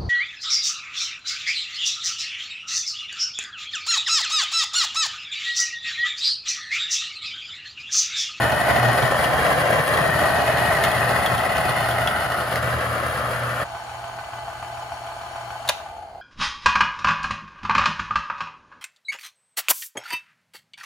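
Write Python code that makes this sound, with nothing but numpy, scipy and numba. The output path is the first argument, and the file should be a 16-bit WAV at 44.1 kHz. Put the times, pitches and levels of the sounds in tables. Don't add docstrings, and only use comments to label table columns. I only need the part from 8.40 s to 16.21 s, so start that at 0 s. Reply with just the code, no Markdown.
import sys
import numpy as np
from scipy import signal
from scipy.fft import rfft, irfft
from scipy.io import wavfile
from scipy.ndimage import uniform_filter1d
from numba import njit

SR = 44100
rng = np.random.default_rng(int(sys.argv[2]) if len(sys.argv) > 2 else 0)


def waveform_to_disk(signal):
    frames = np.transpose(np.atleast_2d(signal))
    scaled = np.clip(frames, -1, 1) * 32767
    samples = np.round(scaled).astype(np.int16)
    wavfile.write(sys.argv[1], SR, samples)


N = 344421
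T = np.arange(N) / SR

THINNING_S, CRUNCH_END_S, POWER_OFF_S = 2.3, 5.234, 7.29

# (frequency [Hz], relative level [dB])
CRUNCH_SPECTRUM = [(100, -29), (220, -11.5), (330, -10.5), (480, -6.5), (680, -3), (900, -8), (1500, -7.5),
                   (2000, -15), (2300, -23), (3300, -27), (4800, -34), (6500, -38), (15000, -61)]
CRACKLE_SPECTRUM = [(1000, -31.5), (2500, 5.5), (4500, 6.5), (5500, 0), (6500, -20), (8000, 5), (9500, 12),
                    (10500, 8), (11500, 11.5), (12500, 6.5), (14500, 4), (16000, -1)]
RUMBLE_SPECTRUM = [(22, -48), (40, -17.5), (60, -8.5), (82, 2), (100, -12), (128, -1), (165, -4),
                   (200, -10), (300, -20), (500, -39.5)]
# (frequency [Hz], width [Hz], lift [dB])
HOUSING_MODES = [(670, 240, 4), (1603, 21, -2.5), (1860, 400, 5.5), (2495, 120, 5.5), (2900, 200, 8.5),
                 (3240, 200, 6.5), (3600, 90, 2), (4200, 400, 4), (4800, 280, 5.5), (5850, 450, 5),
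                 (7200, 600, 11)]
# (time [s], level against the crunch [dB])
FUNNEL_LEVEL = [(0, -26), (2.7, -18), (3.4, -11), (3.95, -4), (4.3, -6.5), (4.7, -3), (5.2, -2)]
# (middle [s], length [s], lift [dB])
HUM_SWELLS = [(0.02, 0.16, 13.5), (.18, 0.073, -10), (.47, 0.23, 13.5), (.85, 0.083, -9),
              (1.457, 0.089, -16), (2.51, 0.085, -8), (2.663, 0.14, 5.5), (3.117, 0.1, -12),
              (3.982, 0.12, -7)]
# (level at full crunch dB, level at the end of the crunch dB)
CRUNCH_DB, CRACKLE_DB, RUMBLE_DB = (-21, -28.5), (-36.5, -43.5), (-31.5, -40)
# (at full crunch dB, at the end of the crunch dB)
CHAMBER_DB, ROAR_DB = (-10.5, -14.5), (-5.5, -13)
# middle Hz, width of each of two filter passes Hz, wander of the middle as a share
FUNNEL_BAND, CHAMBER_BAND, ROAR_BAND = (1345, 320, .035), (1905, 220, .025), (695, 170, .04)
CRUNCH_SWELL_SHARE, RUMBLE_SWELL_SHARE = 0.11, 0.19

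# (time [s], relative level [dB], ring [Hz], lift of the ring [dB])
BEAN_SPLITS = [(.1196, -25, 2950, 14), (.3631, -24, 2520, 12), (0.4863, -23, 4200, 12),
               (0.847, -24, 2920, 13), (1.0645, -25, 2880, 14), (1.5718, -25, 3270, 13),
               (2.172, -24, 3000, 12), (2.3246, -25, 2880, 13), (2.438, -12.5, 2100, 16),
               (2.449, -17.5, 3400, 11), (2.5157, -22, 3250, 13), (2.861, -16.5, 3260, 19),
               (2.978, -24, 3220, 18), (3.168, -23.5, 2510, 12), (3.5114, -24, 3220, 12),
               (3.674, -18.5, 3270, 16), (4.1575, -21, 2000, 13)]
# (frequency [Hz], relative level [dB])
SPLIT_SPECTRUM = [(300, -13), (1900, 4), (2600, 2), (3300, 3), (4200, 0), (5500, -5), (7000, -7),
                  (10000, -5), (15000, -6)]
# (time [s], level [dB])
HARD_BEANS = [(.625, -19), (1.179, -20), (1.325, -21), (1.395, -20), (1.605, -18), (1.688, -19.5),
              (1.75, -20), (1.82, -22), (1.94, -24), (2.136, -24), (2.281, -18.5)]
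JOLT_HZ, JOLT_RISE_S = 144.3, 0.0063

# (share of a burr turn [0-1], relative level [dB])
TIGHT_SPOTS = [(0, -3), (.047, -7), (.124, -1), (.16, -1), (.251, -5), (.329, 7.5), (.367, 1.5), (.425, -6),
               (.465, 3), (.543, 0), (.587, -5), (.666, 1.5), (.704, 2), (.815, -5), (.928, -1.5)]
# (time [s], relative level [dB])
SLACK_KNOCKS = [(7.381, 4), (7.415, 3), (7.468, 3), (7.488, 7.5), (7.625, 5), (7.696, 4)]
# (frequency [Hz], relative level [dB])
CASING_SPECTRUM = [(40, -27), (80, 1.5), (200, -33), (330, -23), (520, -27), (660, -1), (850, -4),
                   (980, -11), (1300, -22), (3000, -56), (15000, -74)]
CLACK_SPECTRUM = [(300, -24), (700, -25), (1000, 7), (1550, 1), (2100, -13.5), (3100, -19), (5000, -34.5),
                  (15000, -41)]
BRUSH_SPECTRUM = [(400, 3), (1200, 11), (2000, 3.5), (3100, -7), (3700, -6), (4500, -6.5), (5300, -10),
                  (7000, -6.5), (9000, -5.5), (12000, -14.5), (15000, -11.5)]
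# (frequency [Hz], width [Hz], lift [dB])
GEARBOX_MODES = [(682, 78, 10.4), (765, 26, 1.7), (840, 66, 9.9), (1016, 11, 3.8), (1211, 48, 7.3),
                 (1513, 27, 10.6), (2010, 17, 13), (2400, 50, 7.8), (2544, 100, 6.2), (3110, 310, 11),
                 (4410, 310, 12.2), (6980, 120, 2.3)]
# (cycles per burr turn, relative level [dB])
MESH_TONES = [(100, -6), (123, -8), (137, -8), (149, 0), (178, -4)]
# (cycles per burr turn, level [dB])
ROTOR_TONES = [(149, -48), (647, -63), (826, -61.5), (1015, -74)]
# (time [s], lift [dB])
ROTOR_LIFT = [(5.2, -10), (5.35, -2), (5.9, -6), (6.15, -4), (6.35, 0), (7.2, 0)]
IDLE_HZ, TURN_START_S = 6.831, 5.3
CRUNCH_SAG, COAST_PER_S = .07, .55
# (running free dB, lift at full crunch dB, fall while coasting dB per s)
RING_DB, CLACK_DB, BRUSH_DB = (-37, 7, 13), (-41, 9.5, 28), (-45, -18, 30.5)
DAMPED_DB = -5
# (level under power dB, lift once the power is off dB, fall while coasting dB per s)
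MESH_DB = (-49, 8, 15)
TEETH_DB, SHAFT_DB, SCATTER_DB, SCRAPE_DB = -11.5, -17, .6, -22
PULL_HZ = 2 * 60
HUM_FREE_DB, HUM_GRINDING_DB, HUM_WAVER_DB = -49.5, -36.5, 2.5

# (time [s], relative level [dB], share reaching the shell [0-1], 60 dB decay [s])
SWITCH_BLOWS = [(7.2765, -19.5, 0.26, 0.055), (7.29, -9, 0.4, 0.0077), (7.289, -2, 0.13, 0.03),
                (7.2928, -2.5, 0.58, 0.027), (7.2950, -16, 0.8, 0.022), (7.3020, -15, 0.9, 0.025)]
# (frequency [Hz], relative level [dB])
LEVER_SPECTRUM = [(400, -21), (1500, -1.5), (2100, -6), (3200, -0.5), (4200, 1.5), (5400, -9.5),
                  (6500, -9.5), (7500, -5), (8500, -7), (11000, -2.5), (15000, -14)]
SHELL_SPECTRUM = [(150, -35), (400, -12), (560, 2), (780, 6.5), (1200, 1.5), (2000, -1.5), (2700, 1.5),
                  (4000, -9), (7000, -8.5), (15000, -23)]
# (frequency [Hz], width [Hz], lift [dB])
LEVER_RINGS = [(2430, 160, 8), (2720, 160, 7), (3720, 380, 10), (4590, 160, 6), (5880, 140, 7),
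               (6490, 160, 7)]
# (frequency [Hz], relative level [dB])
ROOM_SPECTRUM = [(22, -21), (55, 3.5), (100, -6.5), (250, -17.5), (800, -2), (2000, -42), (4500, -35),
                 (7000, -58), (15000, -46)]
# (frequency [Hz], level [dB])
ROOM_WHINE = [(2094, -67), (4194, -70), (4721, -70)]
TOP_HZ = 15700


def grinding(crumble_db=8.5):
    crunch_db, crackle_db, rumble_db, chamber_db, roar_db = (
        end + (full - end) * fullness()
        for full, end in (CRUNCH_DB, CRACKLE_DB, RUMBLE_DB, CHAMBER_DB, ROAR_DB))
    funnel_db, = curves(FUNNEL_LEVEL)
    fractures = unit(fade(np.abs(grains(rate=330, spread_db=3)), t60=.013))
    bite = (fractures + undb(crumble_db)) * (1 + 0.058 * np.sin(2 * np.pi * PULL_HZ * T))
    bite = bite * undb((1.3 - .5 * fullness()) * walk(rate=45) + .3 * walk(rate=8))

    chips = bite * grains(rate=2500, spread_db=2.5)
    funnel = resonance(chips, *FUNNEL_BAND) * undb(funnel_db)
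    chamber = resonance(chips, *CHAMBER_BAND) * undb(chamber_db)
    roar = resonance(bite * grains(rate=700, spread_db=2.5), *ROAR_BAND) * undb(roar_db)
    crumbs = unit(colour(bite * grains(rate=6000, spread_db=1.5), CRUNCH_SPECTRUM, HOUSING_MODES))
    crunch = unit(crumbs + roar + funnel + chamber)
    crunch = crunch * undb(crunch_db + CRUNCH_SWELL_SHARE * swell_db())

    fine_bite = bite * undb(1.1 * walk(rate=27))
    fine_chips = fine_bite * grains(rate=7000, spread_db=3.0)
    crackle = unit(colour(fine_chips, CRACKLE_SPECTRUM, HOUSING_MODES)) * undb(crackle_db)
    rumble = unit(colour(bite * grains(rate=540, spread_db=3.5), RUMBLE_SPECTRUM))
    rumble = rumble * undb(rumble_db + RUMBLE_SWELL_SHARE * swell_db())

    sound = kitchen(crunch + crackle, near_db=-4.0, room_db=-7, left_db=2.0, count=5)
    sound += kitchen(rumble, near_db=-5.5, room_db=-3, left_db=-2.5, count=3)
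    return sound * until(CRUNCH_END_S, fade_s=0.011)


def splits():
    cracks = 0
    for s, db, ring_hz, ring_db in BEAN_SPLITS:
        sharp_crack = undb(6) * burst(s, t60=.016)
        spray = undb(-1) * burst(s, t60=.055)
        cracks = cracks + undb(db) * colour(sharp_crack + spray, SPLIT_SPECTRUM, [(ring_hz, 340, ring_db)])
    return kitchen(cracks, near_db=-8, room_db=-14, left_db=1.2)


def jolts():
    thumps = 0
    for (s, db), detune in zip(HARD_BEANS, rng.standard_normal(len(HARD_BEANS))):
        age = np.maximum(T - s, 0)
        swing = age / JOLT_RISE_S * np.exp(1 - age / JOLT_RISE_S)
        hz = JOLT_HZ * (1 + 0.082 * detune)
        thumps = thumps + undb(db) * swing * np.sin(2 * np.pi * hz * age)
    return thumps


def gears():
    speed = 1 - CRUNCH_SAG * fullness() - COAST_PER_S * coasting()
    ring_db, clack_db, brush_db = (
        free + lift * fullness() - fall * coasting() for free, lift, fall in (RING_DB, CLACK_DB, BRUSH_DB))
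    shaft = np.cumsum(speed) * IDLE_HZ / SR
    shaft -= shaft[int(TURN_START_S * SR)]
    turn = shaft + .0003 * walk(rate=60)

    knocks = sum(undb(db) * strikes(turn - share) for share, db in TIGHT_SPOTS)
    teeth = undb(TEETH_DB) * (strikes(turn, count=24) + strikes(turn, count=30))
    fast_shaft = undb(SHAFT_DB) * strikes(turn, count=50)
    slack = sum(undb(db) * (np.arange(N) == int(s * SR)) for s, db in SLACK_KNOCKS)
    blows = (knocks + teeth + fast_shaft + slack) * undb(SCATTER_DB * rng.standard_normal(N))

    flanks = rng.standard_normal(8192)[(turn % 1 * 8192).astype(int) % 8192]
    scrape = fade(blows, t60=0.019) * (flanks + .5 * rng.standard_normal(N))
    contacts = blows + undb(SCRAPE_DB) * scrape
    damping_db = DAMPED_DB * until(CRUNCH_END_S, fade_s=.02)
    ring = unit(colour(contacts, CASING_SPECTRUM, GEARBOX_MODES)) * undb(ring_db + damping_db)
    clack = unit(colour(contacts, CLACK_SPECTRUM, GEARBOX_MODES)) * undb(clack_db)

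    mesh = 0
    for cycles, db in MESH_TONES:
        level = undb(db + 3 * walk(rate=25))
        mesh = mesh + level * np.sin(2 * np.pi * cycles * turn + .8 * walk(rate=30))
    powered_db, slack_db, fall_db = MESH_DB
    mesh_db = powered_db + slack_db * (T > POWER_OFF_S) - fall_db * coasting()
    mesh = unit(colour(mesh, CASING_SPECTRUM, GEARBOX_MODES)) * undb(mesh_db)

    sparks = rng.standard_normal(N) * (1 + 0.47 * unit(fade(blows, t60=0.023)))
    hiss = unit(colour(sparks, BRUSH_SPECTRUM, GEARBOX_MODES)) * undb(brush_db)

    rotor_db, = curves(ROTOR_LIFT)
    whine = 0
    for cycles, db in ROTOR_TONES:
        level = np.sqrt(2) * undb(rotor_db + db + 2 * walk(rate=7.7))
        whine = whine + level * np.sin(2 * np.pi * cycles * shaft + .3 * walk(rate=15))
    whine = whine * until(POWER_OFF_S, fade_s=.02)

    rattle = kitchen(ring + clack + mesh, near_db=-14, room_db=-10, left_db=0, count=2)
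    return rattle + kitchen(hiss, near_db=4.0, room_db=-4.5, left_db=2.5) + whine


def hum():
    is_grinding = until(CRUNCH_END_S, fade_s=0.012)
    hum_db = HUM_FREE_DB + (HUM_GRINDING_DB - HUM_FREE_DB) * is_grinding + swell_db()
    phase = 2 * np.pi * PULL_HZ * T + 0.37 * walk(rate=4.9)
    tone = np.sqrt(2) * (np.sin(phase) + undb(-20.0) * np.sin(2 * phase))
    return tone * undb(hum_db + HUM_WAVER_DB * walk(rate=13)) * until(POWER_OFF_S, fade_s=0.018)


def switch():
    lever, shell = 0, 0
    for s, db, share, t60 in SWITCH_BLOWS:
        blow = undb(db) * burst(s, t60)
        lever = lever + (1 - share) * blow
        shell = shell + share * blow
    snap = undb(1.5) * colour(lever, LEVER_SPECTRUM, LEVER_RINGS)
    thump = undb(6) * colour(shell, SHELL_SPECTRUM)
    return (kitchen(snap, near_db=-12, room_db=-14, left_db=1)
            + kitchen(thump, near_db=-7, room_db=-8, left_db=.6))


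def room_tone():
    whine = 0
    for hz, db in ROOM_WHINE:
        whine = whine + np.sqrt(2) * undb(db) * np.sin(2 * np.pi * hz * T + 0.45 * walk(rate=31))
    drone = unit(colour(rng.standard_normal(N), ROOM_SPECTRUM)) * undb(-46.0)
    return whine + kitchen(drone, near_db=-6.0, room_db=-26, left_db=-1.5)


def kitchen(x, near_db, room_db, left_db, count=1):
    t = T[:SR // 3]
    places = np.array([walk(rate=1.201) for _ in range(count)]) if count > 1 else np.ones((1, N))
    places /= np.linalg.norm(places, axis=0)
    echo_spectrum = [(40, -11), (130, -3.0), (350, -7), (650, -1.5), (2500, 4.5), (5500, 3.0), (9000, -1.5)]
    out = np.array([x, x])
    for port in range(2):
        for weight in places:
            near, tail = (
                rng.standard_normal(len(t)) * undb(-60 * t / t60) * (t > .001) for t60 in (.035, .38))
            echoes = undb(near_db) * near / np.linalg.norm(near)
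            echoes = echoes + undb(room_db) * tail / np.linalg.norm(tail)
            echoes = colour(echoes, echo_spectrum)
            out[port] += weight * signal.oaconvolve(x, echoes)[:N]
    return out * undb([[left_db / 2], [-left_db / 2]])


def fullness():
    return np.clip((CRUNCH_END_S - T) / (CRUNCH_END_S - THINNING_S), 0, 1)


def coasting():
    return np.maximum(T - POWER_OFF_S, 0)


def swell_db():
    return sum(lift_db * np.maximum(1 - (2 * (T - s) / length) ** 2, 0) for s, length, lift_db in HUM_SWELLS)


def strikes(turn, count=1):
    return np.diff(np.floor(turn * count), prepend=np.floor(turn[0] * count))


def grains(rate, spread_db):
    clicks = rng.random(N) < rate / SR
    signs = np.sign(rng.standard_normal(N))
    return clicks * signs * undb(spread_db * np.clip(rng.standard_normal(N), -2, 2))


def burst(start_s, t60):
    t = T[:SR // 5]
    puff = rng.standard_normal(len(t)) * undb(-60 * t / t60) / 2
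    return np.concatenate([np.zeros(int(start_s * SR)), puff, np.zeros(N)])[:N]


def fade(x, t60):
    return signal.lfilter([1], [1, -undb(-60 / (t60 * SR))], x)


def resonance(x, hz, width, wander):
    centre = hz * (1 + wander * walk(rate=17))
    once = moving_band(x, centre, 1. * width)
    return unit(moving_band(once, centre, 1. * width))


@njit
def moving_band(x, hz, width):
    y, band, low = np.empty(len(x)), 0., 0.
    for i in range(len(x)):
        g, damping = np.tan(np.pi * hz[i] / SR), width / hz[i]
        v = (band + g * (x[i] - low)) / (1 + g * (g + damping))
        band = 2 * v - band
        low = low + 2 * g * v
        y[i] = damping * v
    return y


def colour(x, points, peaks=(), size=8192):
    f = np.arange(size // 2 + 1) * SR / size
    hz, db = np.transpose(points)
    db = np.interp(np.log(f + 1), np.log(hz), db)
    for centre, width, lift in peaks:
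        db = db + lift / (1 + (2 * (f - centre) / width) ** 2)
    cepstrum = irfft(np.log(undb(db)))
    cepstrum[1:size // 2] *= 2
    cepstrum[size // 2 + 1:] = 0
    response = irfft(np.exp(rfft(cepstrum)))
    return signal.oaconvolve(x, response)[:len(x)]


def walk(rate):
    k = max(int(SR / rate), 1)
    held = rng.standard_normal(N)[np.arange(N) // k]
    return unit(uniform_filter1d(held, k))


def curves(rows):
    s, *columns = np.transpose(rows)
    return [np.interp(T, s, c) for c in columns]


def until(end_s, fade_s):
    return np.clip((end_s - T) / fade_s + 1, 0, 1)


def undb(db):
    return 10 ** (np.asarray(db) / 20)


def unit(x):
    return x / np.sqrt(np.mean(x ** 2))


def scene():
    return grinding() + splits() + jolts() + gears() + hum() + switch() + room_tone()


def record(dry):
    f = np.arange(N + 1) * SR / (2 * N)
    left, right = rfft(dry, 2 * N)
    right = right * np.exp(-2j * np.pi * f / SR)
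    treble = np.clip((f - 6000) / 2000, 0, 1) * np.pi / 2
    turned = left * np.exp(2j * np.pi * (f - 10150) / 3800)
    right = right * np.cos(treble) + turned * np.sin(treble)
    sound = irfft([left, right])[:, :N]
    sound = signal.sosfilt(signal.butter(2, 32, "high", fs=SR, output="sos"), sound)
    return signal.sosfilt(signal.ellip(8, .2, 70, TOP_HZ, fs=SR, output="sos"), sound)


dry = scene()
out = record(dry)
waveform_to_disk(out)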